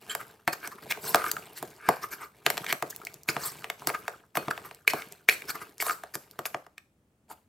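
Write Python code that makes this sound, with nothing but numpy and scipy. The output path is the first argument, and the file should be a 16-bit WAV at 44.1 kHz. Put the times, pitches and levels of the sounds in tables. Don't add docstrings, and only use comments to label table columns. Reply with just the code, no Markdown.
import sys
import numpy as np
from scipy import signal
from scipy.fft import rfft, irfft, next_fast_len
from scipy.io import wavfile
from scipy.ndimage import uniform_filter1d

SR = 44100
rng = np.random.default_rng(int(sys.argv[2]) if len(sys.argv) > 2 else 0)


def bounce(signal):
    frames = np.transpose(np.atleast_2d(signal))
    limited = np.clip(frames, -1, 1)
    pcm = np.round(limited * 32767).astype(np.int16)
    wavfile.write(sys.argv[1], SR, pcm)


N = 329868


def gain_of(db):
    return 10 ** (np.asarray(db) / 20)


def unit_rms(x):
    return x / np.sqrt(np.mean(x ** 2) + 1e-20)


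def curve_at(points, hz):
    freq_hz, value = np.transpose(points)
    return np.interp(np.log(hz + 1), np.log(freq_hz + 1), value)


def add(mix, start_s, sound):
    part = mix[max(round(start_s * SR), 0):][:len(sound)]
    part += sound[:len(part)]


def coloured(x, spectrum):
    size = next_fast_len(len(x), True)
    gain = gain_of(curve_at(spectrum, np.fft.rfftfreq(size, 1 / SR)))
    return irfft(rfft(x, size) * gain, size)[:len(x)]


def burst(t, decay_s):
    age = np.maximum(t, 0) / max(decay_s, 1e-4)
    return np.sqrt(age) * np.exp(-age)


def resonate(x, hz, width_hz):
    carrier = np.exp(2j * np.pi * np.cumsum(np.broadcast_to(hz, len(x))) / SR)
    pole = np.exp(-np.pi * width_hz / SR)
    return (carrier * signal.lfilter([(1 - pole) ** 2], [1, -2 * pole, pole ** 2], x / carrier)).real


def ringing(modes):
    t = np.arange(SR // 4) / SR
    hz, level_db, t60_s = np.transpose(modes)[:, :, None]
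    return (gain_of(level_db - 60 * t / t60_s) * np.sin(2 * np.pi * hz * t)).sum(0)


def crackle(per_s, spread_db):
    strength = gain_of(spread_db * np.minimum(rng.exponential(1, N), 4))
    return unit_rms(strength * rng.standard_normal(N) * (rng.random(N) < per_s / SR))


def patchy(x, depth_db, bins=7, frames=6):
    spectra = signal.stft(x, SR, nperseg=256)[2]
    patches = uniform_filter1d(rng.standard_normal(spectra.shape), bins, axis=0)
    patches = unit_rms(uniform_filter1d(patches, frames, axis=1))
    return unit_rms(signal.istft(spectra * gain_of(depth_db * patches), SR, nperseg=256)[1][:N])


# freq_hz, gain_db
AIR_SPECTRUM = [(15, -50.5), (25, -21.5), (70, -5.5), (229, -10.5), (439, -18), (734, -23.5), (1100, -29),
                (4490, -41), (8360, -39), (16000, -46)]


def still_air(level_db=-69):
    return gain_of(level_db) * unit_rms(coloured(rng.standard_normal(N), AIR_SPECTRUM))


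# freq_hz, gain_db
ROOM_SPECTRUM = [(80, -2.5), (200, -5.5), (450, 12.5), (750, 0), (1300, 1.5), (2300, -7.5), (4000, -5.5),
                 (8000, -3), (16000, -9.5)]
# freq_hz, t60_s
ROOM_DECAY = [(100, 0.14), (500, 0.19), (5000, 0.34), (16000, 0.35)]


def kitchen(x, early_db=-10, early_decay_s=0.005, tail_db=-9, taps_per_s=4000):
    size = SR // 2
    t = np.arange(size) / SR
    taps = rng.choice([-1., 1.], (2, size)) * (rng.random((2, size)) < taps_per_s / SR)
    early = taps[0] * np.exp(-t / early_decay_s) * (t > 0.0015)
    fade_in = np.clip(t / 0.002 - 0.5, 0, 1)
    hz, age_s, spectra = signal.stft(taps[1] * fade_in, SR, nperseg=256)
    decay = gain_of(-60 * age_s / curve_at(ROOM_DECAY, hz)[:, None])
    tail = signal.istft(spectra * decay, SR, nperseg=256)[1][:size]
    response = (gain_of(early_db) * unit_rms(early) + gain_of(tail_db) * unit_rms(tail)) / np.sqrt(size)
    return coloured(signal.oaconvolve(x, response)[:N], ROOM_SPECTRUM)


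# freq_hz, level_db, t60_s
BOWL_MODES = [(340, -3, .08), (430, -3, .08), (640, -2, .07), (757, 0, .09), (1239, -3, .09)]


def bowl_hum(x, coupling_db=-54):
    return gain_of(coupling_db) * signal.oaconvolve(x, ringing(BOWL_MODES))[:N]


# freq_hz, gain_db
BUMP_SPECTRUM = [(40, -39.5), (100, -4), (160, 0), (380, 1.5), (800, -25), (2000, -67.5)]
# start_s, level_db
THUD_EVENTS = [(0.475, -31.5), (0.675, -48), (1.145, -30), (1.626, -36.5), (1.885, -23), (2.462, -31.5),
               (2.728, -37), (2.823, -35), (3.286, -33), (3.364, -34.5), (3.872, -32), (4.37, -31.5),
               (4.479, -31.5), (4.935, -32.5), (6.152, -39), (6.388, -38), (6.544, -37.5)]


def thuds(decay_s=0.01, bump_db=-1, boom_hz=142):
    t, out = np.arange(6000) / SR, np.zeros(N)
    boom = np.sin(2 * np.pi * boom_hz * t)
    for start_s, level_db in THUD_EVENTS:
        bump = gain_of(bump_db) * unit_rms(coloured(rng.standard_normal(len(t)), BUMP_SPECTRUM))
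        add(out, start_s, gain_of(level_db) * burst(t, decay_s) * (bump + boom))
    return out


# start_s, length_s, effort_db
PUSHES = [(0, .32, -51), (0.498, 0.45, -55.5), (0.812, 0.31, -50.5), (1.022, 0.48, -46.5),
          (1.588, 0.18, -51), (1.875, 0.35, -52), (2.342, 0.17, -60.5), (2.443, 0.2, -42.5),
          (2.848, .3, -52.5), (3.271, 0.36, -44.5), (3.777, 0.35, -50), (4.36, 0.34, -49),
          (4.882, 0.24, -49), (5.276, 0.39, -48.5), (5.796, 0.54, -57.5), (6.38, 0.21, -59),
          (7.278, 0.072, -63)]


def effort(rise_s=0.021, slacken_db=-5, release_db_per_s=-110):
    t, out = np.arange(N) / SR, np.zeros(N)
    for start_s, length_s, effort_db in PUSHES:
        age_s = np.maximum(t - start_s, 0)
        fade_db = slacken_db * np.minimum(age_s / length_s, 1)
        fade_db += release_db_per_s * np.maximum(age_s - length_s, 0)
        out += np.minimum(age_s / rise_s, 1) * gain_of(effort_db + fade_db)
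    return out


# freq_hz, gain_db
SMEAR_SPECTRUM = [(60, -12), (130, 7.5), (270, -5), (480, 0), (800, 1.5), (1350, -11), (2400, -4),
                  (6000, -17.5)]
# freq_hz, gain_db
FIZZ_SPECTRUM = [(1000, -19), (3000, -14.5), (4500, 1), (6000, -3.5), (8000, -0.5), (9800, -4.5),
                 (12000, 3.5), (15000, -1), (16500, -11.5)]


def churn(smear_db=-2, sticky_db=-8, gurgle_db=-5):
    smear = patchy(coloured(crackle(per_s=2800, spread_db=2.5), SMEAR_SPECTRUM), depth_db=3.5, bins=3)
    sticky = patchy(coloured(crackle(per_s=8800, spread_db=10), FIZZ_SPECTRUM), depth_db=4.5)
    gurgle = patchy(resonate(crackle(per_s=370, spread_db=4), hz=1350, width_hz=700), depth_db=8)
    pulp = gain_of(smear_db) * smear + gain_of(sticky_db) * sticky + gain_of(gurgle_db) * gurgle
    return effort() * pulp


# start_s, level_db
TICK_EVENTS = [(1.5884, -31), (2.9624, -25.5), (3.051, -24.5), (3.142, -28.5), (3.234, -34.5),
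               (3.5199, -32), (4.7476, -32.5), (5.1236, -26.5), (5.7818, -33), (6.3119, -33)]


def ticks(decay_s=0.0002, gain_db=6):
    t, out = np.arange(SR // 100) / SR, np.zeros(N)
    for start_s, level_db in TICK_EVENTS:
        noise = unit_rms(coloured(rng.standard_normal(len(t)), FIZZ_SPECTRUM))
        add(out, start_s, gain_of(level_db + gain_db) * burst(t, decay_s) * noise)
    return out


# start_s, decay_s, level_db
SQUEAK_EVENT = (.097, 0.017, -31)
# pitch_hz, width_hz, gain_db
SQUEAK_BANDS = [(3150, 180, 0.54), (7540, 310, -3.4)]


def squeak():
    start_s, decay_s, level_db = SQUEAK_EVENT
    t, out = np.arange(SR // 8) / SR, np.zeros(N)
    for pitch_hz, width_hz, gain_db in SQUEAK_BANDS:
        tone = unit_rms(resonate(rng.standard_normal(N // 8), pitch_hz, width_hz))[-len(t):]
        add(out, start_s, gain_of(level_db + gain_db) * np.exp(-t / decay_s) * tone)
    return out


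# freq_hz, level_db, t60_s
WIRE_MODES = [(2505, 1, 0.2), (4330, -7, 0.3), (7140, -15.5, .09), (12300, -5.5, .08)]
# start_s, level_db
CLINK_EVENTS = [(.478, -27.5), (1.147, -29.5), (1.887, -34.5), (3.29, -32), (4.373, -31.5), (4.879, -20.5),
                (5.288, -18.5)]


def clinks(scrape_db=-9, scrape_decay_s=0.0081, ring_db=-7, detune=0.025):
    out = np.zeros(N)
    skid = patchy(coloured(crackle(per_s=12000, spread_db=-5), FIZZ_SPECTRUM), depth_db=3)
    for start_s, level_db in CLINK_EVENTS:
        tunings = 1 + detune * rng.uniform(-0.44, 1, 2)
        ring = sum(ringing(np.array(WIRE_MODES) * [tuning, 1, 1]) for tuning in tunings) / 2
        t = np.arange(len(ring)) / SR
        scrape = gain_of(scrape_db) * burst(t, scrape_decay_s) * skid[round(start_s * SR):][:len(t)]
        add(out, start_s, gain_of(level_db) * (gain_of(ring_db) * ring + scrape))
    return out


# freq_hz, gain_db
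PULP_SPECTRUM = [(80, -17), (160, -6), (700, 1), (2300, -1.5), (4500, -8.5), (16000, -26.5)]
# centre_s, width_s, level_db, pitch_hz, fizz_db
SQUELCH_EVENTS = [(0.115, 0.031, -40, 1580, -41), (.209, 0.021, -40.5, 1370, -47),
                  (.533, 0.0095, -32.5, 1580, -31), (0.649, .035, -39.5, 1520, -45.5),
                  (.723, 0.014, -43, 1190, -49.5), (0.786, .006, -44.5, 1240, -55.5),
                  (0.911, 0.015, -31, 2340, -30.5), (1.085, 0.07, -45, 995, -33),
                  (1.19, .067, -36.5, 1360, -46.5), (1.274, 0.044, -38.5, 1498, -38.5),
                  (1.578, 0.025, -48, 1860, -40.5), (1.898, 0.099, -42.5, 1570, -52.5),
                  (2.037, 0.025, -35, 1220, -40), (2.133, 0.027, -40, 1540, -38.5),
                  (2.229, 0.045, -42.5, 1380, -48.5), (2.701, 0.027, -31.5, 2100, -35.5),
                  (2.907, 0.0091, -59, 1560, -34), (3.296, 0.017, -31, 1470, -29),
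                  (3.456, 0.059, -41.5, 1250, -32), (3.891, 0.012, -32, 1410, -34),
                  (3.951, 0.014, -31, 1420, -62), (4.365, 0.015, -38, 1190, -34.5),
                  (4.51, 0.0071, -34.5, 1700, -36), (4.659, 0.024, -46, 1310, -46.5),
                  (4.905, 0.012, -32.5, 2070, -32), (4.979, 0.075, -42.5, 1470, -46),
                  (5.327, 0.028, -39, 2160, -34.5), (5.499, .021, -35.5, 1520, -31),
                  (5.556, .014, -37, 1220, -41), (5.62, 0.02, -40.5, 1380, -45.5),
                  (5.816, 0.016, -36, 2100, -29.5), (5.884, 0.078, -39.5, 1190, -34.5),
                  (6.145, .0075, -40.5, 1670, -33.5), (6.465, 0.012, -41, 1486, -30.5),
                  (7.316, .023, -44.5, 865, -47.5)]


def squelches(q=2.8, glide=0.024, upper_ratio=1.4, upper_db=-7, mush_db=-13,
              body_gain_db=1.05, fizz_gain_db=-1):
    films = crackle(per_s=1600, spread_db=0)
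    mush = coloured(crackle(per_s=3700, spread_db=1.5), PULP_SPECTRUM)
    fizz = patchy(coloured(crackle(per_s=9000, spread_db=2), FIZZ_SPECTRUM), depth_db=5)
    out = np.zeros(N)
    for centre_s, width_s, level_db, pitch_hz, fizz_db in SQUELCH_EVENTS:
        first, last = round((centre_s - 1.5 * width_s) * SR), round((centre_s + 1.5 * width_s) * SR)
        span = np.arange(max(first, 0), min(last, N))
        offset = (span / SR - centre_s) / width_s
        swell = np.exp(-2.2 * offset ** 2)
        rising_hz = pitch_hz * np.exp(glide * offset)
        lower = unit_rms(swell * resonate(films[span], rising_hz, pitch_hz / q))
        upper = unit_rms(swell * resonate(films[span], upper_ratio * rising_hz, pitch_hz / q))
        body = lower + gain_of(upper_db) * upper + gain_of(mush_db) * unit_rms(swell * mush[span])
        hiss = gain_of(fizz_db + fizz_gain_db) * unit_rms(swell * fizz[span])
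        out[span] += np.sqrt(np.mean(swell ** 2)) * (gain_of(level_db + body_gain_db) * body + hiss)
    return out


# freq_hz, gain_db
SNAP_SPECTRUM = [(300, -21), (1200, -4), (2300, 4.5), (3000, -1), (4400, -7.5), (6000, -9.5),
                 (10000, -21.5)]


def add_transient(mix, start_s, level_db, first_hz, last_hz, decay_s, snap_db, spray_db,
                  snap_s=0.0014, spray_s=0.00094, skirt_s=0.0024, skirt_db=-19,
                  overtone_ratio=1.7, overtone_db=-12, jitter=0.11):
    t = np.arange(-SR // 100, SR // 32) / SR
    snap_noise, spray_noise, pitch_noise = rng.standard_normal((3, len(t)))
    hz = last_hz + (first_hz - last_hz) * np.exp(-np.maximum(t, 0) / decay_s)
    hz *= 1 + jitter * unit_rms(uniform_filter1d(pitch_noise, size=14))
    phase = 2 * np.pi * np.cumsum(hz * (t > 0)) / SR
    tone = burst(t, decay_s) * np.sin(phase)
    tone += gain_of(overtone_db) * burst(t, decay_s / 2) * np.sin(overtone_ratio * phase)
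    skirt = gain_of(skirt_db) * np.exp(-abs(t) / skirt_s)
    snap = (burst(t, snap_s) + skirt) * unit_rms(coloured(snap_noise, SNAP_SPECTRUM))
    spray = (burst(t, spray_s) + skirt / 2) * unit_rms(coloured(spray_noise, FIZZ_SPECTRUM))
    sound = gain_of(level_db) * tone + gain_of(snap_db) * snap + gain_of(spray_db) * spray
    add(mix, start_s + t[0], sound)


# start_s, level_db
BUBBLE_EVENTS = [(1.219, -18.5), (1.2413, -11.5), (1.264, -15), (1.3665, -16.5), (3.016, -28.5),
                 (3.9465, -17), (4.51, -11.5), (5.883, -15.5), (5.896, -9.5), (5.908, -13)]


def bubbles(first_hz=1560, last_hz=1190, size_spread=0.029):
    out = np.zeros(N)
    for start_s, level_db in BUBBLE_EVENTS:
        size = np.exp(size_spread * rng.standard_normal())
        add_transient(out, start_s, level_db, first_hz / size, last_hz / size, decay_s=0.0025,
                      snap_db=level_db - 22, spray_db=level_db - 16)
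    return out


# start_s, level_db
KNOCK_EVENTS = [(0.911, -10.5), (0.9216, -10.5), (2.6648, -16.5), (3.0694, -18.5), (3.2878, -9),
                (4.8773, 2), (5.0207, -24), (5.288, 3.5), (5.295, -1.5), (5.4203, -25), (5.8018, -14.5),
                (6.78, -25.5)]


def knocks():
    out = np.zeros(N)
    for start_s, level_db in KNOCK_EVENTS:
        add_transient(out, start_s, level_db, first_hz=1880, last_hz=2450, decay_s=0.0013,
                      snap_db=level_db - 11, spray_db=level_db - 13)
    return out


# start_s, level_db, first_hz, spray_db
PLOP_EVENTS = [(0.1504, -14, 2370, -23.5), (.477, -5.5, 2700, -26.5), (0.482, -11.5, 2380, -40),
               (0.6747, -23.5, 2700, -29), (.9729, -29, 1400, -53), (1.1456, 2, 2500, -14.5),
               (1.157, -11.5, 1900, -20), (1.3148, -22.5, 3940, -17), (1.6266, -21, 1490, -30),
               (1.8887, 0, 1793, -19.5), (2.464, 0.5, 4200, -18.5), (2.5021, -8.5, 3100, -19.5),
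               (2.571, -18.5, 3250, -34), (2.578, -11, 4800, -28), (2.644, -20.5, 3620, -40),
               (2.7263, -7, 3900, -18), (2.8244, -12.5, 1680, -27.5), (3.3656, -13, 1860, -40),
               (3.6431, -15.5, 4700, -37), (3.7004, -10.5, 4460, -30), (3.872, -13.5, 2090, -15),
               (3.9, -16, 1850, -47), (4.08, -12.5, 2620, -34), (4.354, -15.5, 3020, -34.5),
               (4.371, -8, 2060, -22), (4.4822, -14.5, 1900, -49), (4.577, -21, 2820, -44),
               (4.7112, -28, 2820, -51), (4.9345, -11.5, 1647, -31.5), (5.824, -16, 2470, -24.5),
               (5.865, -19, 1660, -31), (6.0358, -23, 2000, -42), (6.1534, -20, 2570, -26.5),
               (6.3904, -18, 1950, -34), (6.455, -15, 3940, -31), (6.545, -13.5, 1890, -51),
               (6.6653, -35, 1850, -56.5)]


def plops(open_hz=410, decay_cycles=3.9):
    out = np.zeros(N)
    for start_s, level_db, first_hz, spray_db in PLOP_EVENTS:
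        add_transient(out, start_s, level_db, first_hz, open_hz, decay_s=decay_cycles / first_hz,
                      snap_db=level_db - 12, spray_db=spray_db + 7)
    return out


# freq_hz, gain_db
SIDE_SPECTRUM = [(100, -20), (500, -15), (1200, -3), (2200, 0), (5000, -5), (16000, 3)]


def scene(transient_cut_hz=290, bowl_air_db=3):
    bass_cut = signal.butter(2, transient_cut_hz, "highpass", fs=SR, output="sos")
    transients = signal.sosfilt(bass_cut, plops() + bubbles() + knocks())
    bowl_air = gain_of(bowl_air_db) * resonate(transients, hz=700, width_hz=260)
    mashing = transients + bowl_air + ticks() + squelches() + churn() + thuds() + clinks() + squeak()
    direct = mashing + bowl_hum(mashing)
    mid_air, side_air = still_air(), still_air()
    mid = direct + kitchen(direct) + mid_air
    side = coloured(kitchen(direct) + side_air, SIDE_SPECTRUM)
    return np.array([mid + side, mid - side])


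# freq_hz, left_lead_rad
PORT_LEAD = [(2000, 0), (5500, .3), (8500, .4), (11000, .7), (13000, 1.4), (16000, 2.1)]


def record(dry, trim_db=0.27, ceiling=0.85, low_cut_hz=55, high_cut_hz=16300):
    size = next_fast_len(N, True)
    lead_rad = curve_at(PORT_LEAD, np.fft.rfftfreq(size, 1 / SR))
    left = gain_of(trim_db) * np.exp(0.5j * lead_rad)
    ports = irfft(rfft(dry, size) * np.array([left, 1 / left]), size)[:, :N]
    ports = ceiling * np.tanh(ports / ceiling)
    ports = signal.sosfilt(signal.butter(2, low_cut_hz, "highpass", fs=SR, output="sos"), ports)
    band_limit = signal.firwin(301, high_cut_hz, window=("kaiser", 8), fs=SR)
    return signal.oaconvolve(ports, band_limit[None], "same")


dry = scene()
out = record(dry)
bounce(out)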